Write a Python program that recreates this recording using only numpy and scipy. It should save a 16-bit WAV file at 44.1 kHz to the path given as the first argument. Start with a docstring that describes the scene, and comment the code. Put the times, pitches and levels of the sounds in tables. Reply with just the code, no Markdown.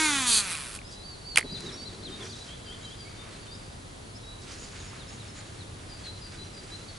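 """A fishing cast from a boat on a quiet forest river, with open air and a thin whine throughout.
First the spool hums at multiples of its slowing speed, line hisses off as noise, loose coils slap, a thumb stops it.
Songbirds, made of gliding tones with an echo from the trees, join in and a low rumble of filtered noise fades in.
The clutch snaps in with clicks and knocks, then filtered noise winds the line softly back while the hand bumps the grip.
Later come an even trill of falling chips and last a see-saw song, high and low in turn."""
import sys
import numpy as np
from scipy import signal
from scipy.fft import rfft, irfft, next_fast_len
from scipy.io import wavfile

SR = 44100
rng = np.random.default_rng(int(sys.argv[2]) if len(sys.argv) > 2 else 0)


def store_wav(level_fs):
    """Save 16-bit WAV to argv[1]."""
    pcm = np.round(np.clip(np.atleast_2d(level_fs), -1, 1) * 32767)
    wavfile.write(sys.argv[1], SR, pcm.T.astype(np.int16))


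N = 307818
T = np.arange(N) / SR  # time of every sample, in seconds

# Colour of the open air. Each row: frequency in Hz, level in dB.
AIR = [(15, -47), (25, -4), (104, -5.5), (1900, -26.5), (2450, -27.5), (3970, -25), (4630, -24.5),
       (4990, -28.5), (6780, -29.5), (10200, -32), (11000, -38), (14300, -92), (22000, -120)]
AIR_DB = -45.0
# The low rumble fades in and holds; its extra swell has rows: middle in seconds, length in seconds, level in dB.
RUMBLE_HZ, RUMBLE_WIDTH_HZ = 99.8, 19
RUMBLE_FROM_S, RUMBLE_FADE_S, RUMBLE_DB = 1.14, 1.1, -50.5
RUMBLE_SWELL = [(5.7, 1.5, -55)]
WHINE_HZ, WHINE_WANDER_HZ, WHINE_DB = 9945, 42, -64.5

# How fast the spool spins. Each row: time in seconds, turns per second (Hz).
SPEED = [(0.035, 314.1), (0.487, 179.7), (0.7, 111.1)]
# Strength of the spool's partials, before its body colours them; only multiples from 2 up are used.
# Each row: multiple of the spool speed, level in dB.
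SPOOL_ORDERS = [(1, 0), (2, -8.5), (3, -2.5), (4, -7), (5, -7.5), (6, -9), (7, -8), (8, -12), (9, -11.5),
                (10, -14.5), (11, -9.5), (12, -9)]
# How the spool's body colours its partials. Each row: frequency in Hz, level in dB.
SPOOL_BODY = [(650, -19.5), (900, -3), (1500, 1.5), (2000, -1), (2450, 8.5), (2900, -2.5), (3500, 1.5),
              (4500, -6), (5400, -10), (6300, 0), (7200, -4), (11000, -16.5)]
# Colour of the line hissing off the spool. Each row: frequency in Hz, level in dB.
LINE_HISS = [(200, -7), (650, -12), (1300, -0.5), (2500, -3.5), (3200, -4), (4700, 0), (5500, -5.5),
             (7000, -5), (9000, 0.5), (11000, 0.5)]
# Levels at full speed; they fall as a power of the speed until the thumb stops the spool.
WHIR_DB, WHIR_POWER = -26.5, 3
HISS_DB, HISS_POWER = -25.5, 1.43
LINE_FLICK = 0.39  # once-a-turn flicks of the line, relative to its hiss
THUMB_S, THUMB_STOP_S = 0.77, 0.014
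# The line runs off faster for a moment. Each row: middle in seconds, length in seconds, level in dB.
SURGES = [(.518, 0.045, -36), (.755, 0.033, -43)]

# Colour of a loose coil slapping the line guide. Each row: frequency in Hz, level in dB.
SLAP_BODY = [(300, -13.5), (2000, -27), (3300, 0.5), (4500, 2.5), (5400, -6), (6300, 1), (7600, -0.5),
             (8800, 5), (9600, 0.5), (10800, 2)]
SLAP_FROM_S, SLAP_TO_S, SLAP_ATTACK_S, SLAP_RELEASE_S = 0.261, 0.403, .012, 0.026
SLAP_PEAK_S, SLAP_DB, SLAP_SLOPE_DB_PER_S = 0.34, -20.5, 90
FRAME_HZ, FRAME_WIDTH_HZ = 4520, 950

# Clutch, pawl and spool clicks, before the tick boost and filters.
# Each row: start in seconds, metal tick in dB, housing knock in dB, knock pitch in Hz.
CLICKS = [(.3825, -13, -30, 3500), (.3853, -21, -19, 3600), (.552, -24, -21, 2500), (.789, -36, -27, 2500),
          (.816, -50, -33, 2250), (1.3590, -11, -12, 2900), (1.3711, -11, -30, 2500),
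          (1.3731, -3, -20, 2300), (1.3743, -9, 1, 2180), (1.3788, -26, -16, 2400),
          (1.3826, -10, -24, 2300), (1.3834, -6, -14, 2400), (1.3892, -19, -22, 2200),
          (1.4057, -24, -45, 2100), (1.606, -28, -44, 2300), (4.932, -50, -32, 1100)]
# Colour of a metal tick. Each row: frequency in Hz, level in dB.
TICK_BODY = [(450, -24), (800, -6), (1500, -5), (3100, -2), (3700, -8), (4600, -2), (5400, -9), (6500, -3),
             (7300, -6), (8600, 1), (11000, -2)]
TICK_BOOST_DB, TICK_T60_S, KNOCK_RISE_S = 9.5, .005, .00045  # T60: time to die away by 60 dB
# After the clutch snaps in, the handle rocks in its play, weaker each time.
ROCK_S, ROCK_GAP_S = 1.394, .0168
ROCK_TICK_DB, ROCK_KNOCK_DB, ROCK_LOSS_DB, ROCK_HZ = -28, -15.5, 3.5, 2050
# Every click leaves a short dull shiver in the rod and housing, relative to its tick before the boost.
SHIVER_DB, SHIVER_T60_S, SHIVER_TOP_HZ = -17, 0.074, 4200
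TOP_HZ = 11050  # treble limit

# Shapes of the birds' syllables: pitch from start to end, as a ratio to the note's pitch.
ARCH, SCOOP, LEVEL = (.94, 1, .85), (1.05, 1, 1.17), (.99, 1, 1.025)
UPSLUR, DOWNSLUR = (.94, 1, 1.1), (1.045, 1, .975)
WHIP = (.82, 1, .83, .76)
# Rising notes. Each row: start in seconds, length in seconds, pitch in Hz, level in dB.
UPSLURS = [(.84, 0.072, 5160, -51.5), (2.47, 0.094, 3270, -49.5), (3.505, .06, 4850, -50.5),
           (4.14, 0.044, 5180, -51.5)]
# Level whistles. Each row: start in seconds, length in seconds, pitch in Hz, level in dB.
WHISTLES = [(.9, .07, 4850, -52), (.93, .12, 3980, -53), (1.445, .17, 3983, -45),
            (1.722, 0.049, 5550, -46.5), (1.76, 0.092, 4545, -44.5), (2.1, 0.089, 3710, -48.5),
            (2.22, .065, 5800, -51.5), (2.34, 0.114, 3930, -50.5), (2.83, .04, 3910, -49),
            (3.17, .09, 3630, -53.5), (3.465, 0.11, 3670, -56.5), (4.22, 0.14, 3896, -51),
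            (6.42, .08, 5800, -60)]
# Arched notes. Each row: start in seconds, length in seconds, pitch in Hz, level in dB.
ARCHES = [(1.03, .135, 4630, -46.5), (1.245, 0.12, 4600, -41), (1.655, 0.049, 3850, -42.5),
          (1.848, .055, 4080, -44), (2.203, 0.038, 3500, -43)]
# Quick notes that flick up and whip down. Each row: start in seconds, length in seconds, pitch in Hz, level in dB.
WHIPS = [(1.503, .082, 4780, -42.5), (2.027, .068, 4220, -43), (2.288, 0.069, 4750, -48.5)]
# Falling notes. Each row: start in seconds, length in seconds, pitch in Hz, level in dB.
DOWNSLURS = [(2.64, 0.073, 4690, -55), (2.98, .085, 4680, -49.5), (3.3, .07, 4170, -58),
             (3.4, .05, 4580, -56), (6.037, 0.051, 4220, -40.5), (6.875, .055, 4420, -50.5)]
# Scooped notes. Each row: start in seconds, length in seconds, pitch in Hz, level in dB.
SCOOPS = [(2.66, 0.091, 3130, -47.5), (2.84, .11, 3130, -48), (3.045, .05, 2220, -53.5)]
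# Thin, buzzy calls of another bird. Each row: start in seconds, length in seconds, pitch in Hz, level in dB.
BUZZES = [(2.8, .09, 6900, -61), (4.58, 0.076, 6850, -49.5), (4.75, .16, 6730, -56.5),
          (5.07, .11, 6700, -57), (5.34, .09, 7050, -55.5)]
# An even trill of steep falling chips with a high pip between them.
# Each first note: start in seconds, length in seconds, pitch in Hz, level in dB.
CHIP, CHIP_SHAPE = (4.772, .07, 3870, -53.5), (1.19, 1, .8)
PIP = (4.872, .035, 5250, -53)
TRILL_GAP_S = .202
# A see-saw song, high and low in turn; its first notes have the same columns.
SEE, SAW = (5.885, .08, 4780, -49.5), (6.055, .065, 4000, -45.5)
SEESAW_GAP_S = .323
SONG_FLICKER_DB = 3
# Farther birds chirp at random, heard only through the trees; the level is before the echo.
FAR_DB, FAR_HZ, FAR_SPREAD, FAR_LENGTH_S = -57.5, 4200, 0.21, .07
FOREST_T60_S, FOREST_DB = .85, -4.5

# Wet line drawn through the guides. 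Each row: middle in seconds, length in seconds, level in dB.
SWISHES = [(.93, .06, -49.5), (1.68, 0.25, -52.5), (2.25, 0.13, -52), (2.39, 0.24, -52), (2.88, .1, -59),
           (4.43, .05, -54), (4.53, 0.083, -49), (4.64, 0.14, -51.5), (4.85, .3, -60), (6.85, .6, -59)]
# Spells of cranking. Each row: start in seconds, end in seconds, gear rustle in dB.
CRANKING = [(1.424, 3.4, -55.5), (4.375, 6.98, -54)]
CRANK_START_S, CRANK_STOP_S = 0.064, .6
# Colour of the gears. Each row: frequency in Hz, level in dB.
GEAR_BODY = [(300, -21.5), (700, -18.5), (1200, 5), (2300, 4), (3000, 3), (4500, 1), (7000, -3), (9000, -4),
             (11000, -28)]
# The hub rubbing as the handle comes round. Each row: middle in seconds, length in seconds, level in dB.
RUBS = [(1.687, 0.2, -51.5), (2.229, 0.12, -48.5), (2.84, 0.13, -56), (3.26, 0.15, -51.5),
        (4.55, 0.13, -56), (4.953, 0.21, -51.5)]
# The hand shifting on the grip. 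Each row: middle in seconds, length in seconds, level in dB.
SHIFTS = [(1.452, 0.027, -36.5), (1.53, 0.047, -47), (1.68, .17, -44.5), (2.04, 0.33, -49),
          (2.23, 0.14, -49.5)]
# Dull colour of the hand on the hollow grip. Each row: frequency in Hz, level in dB.
HAND_BODY = [(90, -22), (130, -3), (190, 1), (260, -3), (390, 1), (540, -12), (1200, -24), (3000, -45)]
GRIP_DB = -2  # dull noise of the cranking hand, relative to the gears
# Soft bumps of the palm on the grip. Each row: start in seconds, level in dB, pitch in Hz.
BUMPS = [(1.445, -36, 195), (1.52, -28.5, 182), (1.56, -34, 130), (1.665, -37, 201), (1.883, -34.5, 182),
         (2.069, -40, 180)]


def undb(db):
    """Turn decibels into a gain."""
    return 10 ** (np.asarray(db) / 20)


def unit(x):
    """Scale to an average (rms) strength of 1."""
    return x / np.sqrt(np.mean(x ** 2))


def curve(rows):
    """Draw straight lines between (seconds, value) rows, at every sample."""
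    return np.interp(T, *np.transpose(rows))


def colour(x, points):
    """Filter to the given (Hz, dB) spectrum, without sounding before its input."""
    hz, db = np.transpose(points)
    size = next_fast_len(N + SR // 10) // 2 * 2
    freq = np.maximum(np.fft.rfftfreq(size, 1 / SR), 1)
    gain = undb(np.interp(np.log(freq), np.log(hz), db))
    # folding the cepstrum forward gives the minimum-phase filter
    cepstrum = irfft(np.log(gain))
    cepstrum[1:size // 2] *= 2
    cepstrum[size // 2 + 1:] = 0
    response = np.exp(rfft(cepstrum))
    return irfft(rfft(x, size) * response)[..., :N]


def resonate(x, hz, width_hz):
    """Ring one resonance of the given pitch and width."""
    return signal.lfilter(*signal.iirpeak(hz, hz / width_hz, fs=SR), x)


def band(hz, width_hz):
    """Noise in one resonance, rms 1."""
    return unit(resonate(rng.standard_normal(N), hz, width_hz))


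def butter(x, order, hz, kind="low"):
    """Keep the lows, or a band, with a smooth filter."""
    return signal.sosfilt(signal.butter(order, hz, kind, fs=SR, output="sos"), x)


def walk(rate):
    """Slow chance with a spread near 1, given new random points per second."""
    return np.interp(T * rate, np.arange(N // 10), rng.standard_normal(N // 10))


def place(x, left_db, spread):
    """Two channels: a level difference, and brief reflections from hands and boat that differ between them."""
    scatter = rng.standard_normal(SR // 200)
    side = spread * signal.fftconvolve(x, scatter / np.linalg.norm(scatter))[:N]
    return np.array([(x + side) * undb(left_db / 2), (x - side) * undb(-left_db / 2)])


def add(track, s, sound):
    """Mix a short sound in at time s."""
    start = max(int(s * SR), 0)
    track[start:start + len(sound)] += sound[:max(N - start, 0)]


def swells(rows):
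    """Smooth rises and falls, each with its own time, length and level."""
    return sum(undb(db) * np.exp(-(2 * (T - s) / length) ** 2) for s, length, db in rows)


def gate(start, end, attack, release):
    """Rise from the start, hold until the end, then fall."""
    return np.clip((T - start) / attack, 0, 1) * np.clip(1 - (T - end) / release, 0, 1)


def background():
    """Open air over the river and a low rumble are filtered noise; the thin whine is a slightly wandering tone."""
    mid, side = colour(rng.standard_normal((2, N)), AIR)
    # the two channels differ by more at some pitches than at others
    side = colour(side, [(50, -20.0), (125, -13.5), (250, -5.5), (600, 1.5), (2000, 3.0), (5000, -6.5),
                         (10000, -0.5)])
    air = unit(np.array([mid + side, mid - side])) * undb(AIR_DB + 0.13 * walk(2.88))
    rumble = butter(band(RUMBLE_HZ, RUMBLE_WIDTH_HZ), 2, 220)
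    fade = np.clip((T - RUMBLE_FROM_S) / RUMBLE_FADE_S, 0, 1)
    strength = undb(RUMBLE_DB) * fade + swells(RUMBLE_SWELL)
    whine_hz = WHINE_HZ + WHINE_WANDER_HZ * walk(300)
    whine = unit(np.sin(2 * np.pi * np.cumsum(whine_hz) / SR))
    return air + rumble * strength + whine * undb(WHINE_DB)


def spool(count=36):
    """The unbalanced spool hums and shakes the frame at multiples of its speed; the line hisses off it."""
    (s0, hz0), (s1, hz1) = SPEED[0], SPEED[-1]
    slowing = (hz1 - hz0) / (s1 - s0)
    hz = curve(SPEED) + np.clip(T - s1, 0, .1) * slowing  # the brake keeps slowing it
    speed = hz / hz0
    running = np.clip(1 - (T - THUMB_S) / THUMB_STOP_S, 0, 1)
    turns = np.cumsum(hz * (1 + 0.0037 * walk(150))) / SR
    hum = np.sin(2 * np.pi * turns) * speed
    # each partial swells and flickers as the line wanders across the spool
    bearings = np.zeros(N)
    for k in range(2, count):
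        db = dict(SPOOL_ORDERS).get(k, -10) + (2.5 * walk(22) + 1.8 * walk(170))[:SR]
        add(bearings, 0, undb(db) * np.sin(2 * np.pi * (k * turns[:SR] + rng.random())))
    whir = undb(-4.0) * hum + undb(-0.5) * colour(bearings, SPOOL_BODY)
    whir = whir * undb(WHIR_DB) * speed ** WHIR_POWER
    flutter = 1 + .4 * np.cos(2 * np.pi * turns)
    flicks = np.diff(np.floor(turns), prepend=0) * np.sqrt(SR / hz)
    rush = (rng.standard_normal(N) * flutter + LINE_FLICK * flicks) * undb(0.9 * walk(820))
    hiss = unit(colour(rush, LINE_HISS)) * (undb(HISS_DB) * speed ** HISS_POWER + swells(SURGES))
    rasp = unit(undb(1.1 * walk(400)))  # the line drags unevenly from turn to turn
    return place((whir * rasp + hiss) * running + slap(turns), left_db=-0.8, spread=0.21)


def slap(turns):
    """A loose coil brushes the line guide twice a turn and rings the frame once a turn."""
    strikes = np.diff(np.floor(turns), prepend=0)
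    brushes = strikes + 0.7 * np.diff(np.floor(turns + .5), prepend=0)
    contact = signal.lfilter([1], [1, -np.exp(-1 / (.0013 * SR))], brushes)  # each touch fades in 1.3 ms
    scrape = colour(1.15 * unit(brushes) + unit(rng.standard_normal(N) * contact), SLAP_BODY)
    frame = resonate(resonate(strikes, FRAME_HZ, FRAME_WIDTH_HZ), FRAME_HZ, FRAME_WIDTH_HZ)
    force = undb(SLAP_DB - SLAP_SLOPE_DB_PER_S * np.abs(T - SLAP_PEAK_S) + walk(197))
    loose = gate(SLAP_FROM_S, SLAP_TO_S, SLAP_ATTACK_S, SLAP_RELEASE_S)
    return (undb(-1.0) * unit(scrape) + undb(-15.0) * unit(frame)) * force * loose


def clicks():
    """Steel parts snap together; each contact also knocks the damped housing for a few cycles."""
    ticks, knocks, shivers = np.zeros(N), np.zeros(N), np.zeros(N)
    t = T[:SR // 20]
    rocking = [(ROCK_S + k * ROCK_GAP_S, ROCK_TICK_DB - 2 * k * ROCK_LOSS_DB,
                ROCK_KNOCK_DB - k * ROCK_LOSS_DB, ROCK_HZ) for k in range(3)]
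    # a sharp snap with a weaker, longer tail
    snap = undb(-60 * t / TICK_T60_S) + undb(-27 - 60 * t / .04)
    swell = (t / KNOCK_RISE_S) ** 2 * np.exp(-t / KNOCK_RISE_S)
    for s, tick_db, knock_db, hz in CLICKS + rocking:
        contact = rng.standard_normal(len(t)) * snap
        add(ticks, s, undb(tick_db + TICK_BOOST_DB) * 2 * contact / np.linalg.norm(contact))
        add(shivers, s, undb(tick_db + SHIVER_DB - 60 * t / SHIVER_T60_S) * rng.standard_normal(len(t)))
        add(knocks, s, undb(knock_db) * swell * np.sin(2 * np.pi * hz * t))
    ticks = butter(colour(ticks, TICK_BODY), 6, TOP_HZ)
    knocks = knocks + butter(shivers, 2, [350, SHIVER_TOP_HZ], "band")
    return place(ticks, left_db=-2.5, spread=.27) + place(knocks, left_db=-4, spread=.2)


def sing(notes, shape, waver=0.0099):
    """Each note is one wavering tone that glides through the shape of its syllable."""
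    out = np.zeros(N)
    glide = np.polyfit(np.linspace(0, 1, len(shape)), shape, len(shape) - 1)
    wobble = 1 + waver * walk(500)
    flicker = unit(undb(SONG_FLICKER_DB * walk(130)))
    for s, length, pitch_hz, db in notes:
        u = np.linspace(0, 1, int(length * SR))  # progress through the note
        hz = pitch_hz * np.polyval(glide, u) * np.roll(wobble, -int(s * SR))[:len(u)]
        loudness = undb(db) * np.sqrt(2 * np.abs(np.sin(np.pi * u)))
        add(out, s, loudness * np.sin(2 * np.pi * np.cumsum(hz) / SR))
    return out * flicker


def repeat(note, gap_s, count):
    """The same note again and again at an even pace."""
    return [(note[0] + k * gap_s, *note[1:]) for k in range(count)]


def far_chirps(count=48):
    """Short notes at chance times and pitches."""
    return [(u * N / SR, FAR_LENGTH_S, FAR_HZ * (1 + FAR_SPREAD * (2 * v - 1)), FAR_DB)
            for u, v in rng.random((count, 2))]


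def birds():
    """Song from the bank, with a late, thin echo from the trunks made of fading noise."""
    warble = (sing(UPSLURS, UPSLUR) + sing(WHISTLES, LEVEL) + sing(ARCHES, ARCH)
              + sing(WHIPS, WHIP, waver=0.017) + sing(DOWNSLURS, DOWNSLUR) + sing(SCOOPS, SCOOP))
    buzz = sing(BUZZES, LEVEL, waver=0.0326)
    chips = sing(repeat(CHIP, TRILL_GAP_S, count=5), CHIP_SHAPE)
    pips = sing(repeat(PIP, TRILL_GAP_S, count=3), DOWNSLUR)
    high = sing(repeat(SEE, SEESAW_GAP_S, count=3), DOWNSLUR)
    low = sing(repeat(SAW, SEESAW_GAP_S, count=3), LEVEL)
    song = warble + buzz + chips + pips + high + low
    t = T[:SR]
    trunks = rng.standard_normal(len(t)) * undb(-60 * t / FOREST_T60_S) * (1 - np.exp(-t / .02))
    echo = signal.fftconvolve(song + sing(far_chirps(), ARCH), trunks / np.linalg.norm(trunks))[:N]
    return place(song, left_db=0.5, spread=0.46) + undb(FOREST_DB) * place(echo, left_db=1.5, spread=0.31)


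def winding():
    """Line swishes, gears rustle in fine grains, the hub rubs, and the hand shifts on the hollow grip."""
    line = unit(band(4900, 1200) + band(6000, 2200)) * undb(2 * walk(300)) * swells(SWISHES)
    effort = sum(undb(db) * gate(start, end, CRANK_START_S, CRANK_STOP_S) for start, end, db in CRANKING)
    grains = rng.standard_normal(N) * undb(2.1 * walk(1500) + 3.5 * walk(30))
    gears = unit(colour(grains, GEAR_BODY)) * effort
    hub = unit(band(1220, 770) + band(2020, 1100)) * undb(2 * walk(150)) * swells(RUBS)
    hand = unit(colour(rng.standard_normal(N) * undb(2 * walk(60)), HAND_BODY))
    hand = hand * (swells(SHIFTS) + undb(GRIP_DB) * effort)
    return place(gears + hub + line, left_db=-2.5, spread=0.31) + place(hand, left_db=-0.5, spread=0.18)


def bumps():
    """The palm lands on the grip and the rod answers with a few low cycles."""
    out, t = np.zeros(N), T[:SR // 8]
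    fade = (1 - np.exp(-t / 0.0034)) * undb(-60 * t / 0.1)
    for s, db, hz in BUMPS:
        add(out, s, undb(db) * np.sin(2 * np.pi * hz * t) * fade)
    return place(out, left_db=0, spread=0.18)


def scene():
    """Reel close by, birds and river around."""
    return background() + spool() + clicks() + birds() + winding() + bumps()


def record(dry):
    """Clip at full scale, then cut the treble steeply."""
    return signal.sosfilt(signal.ellip(10, .2, 70, TOP_HZ, fs=SR, output="sos"), np.clip(dry, -1, 1))


dry = scene()
out = record(dry)
store_wav(out)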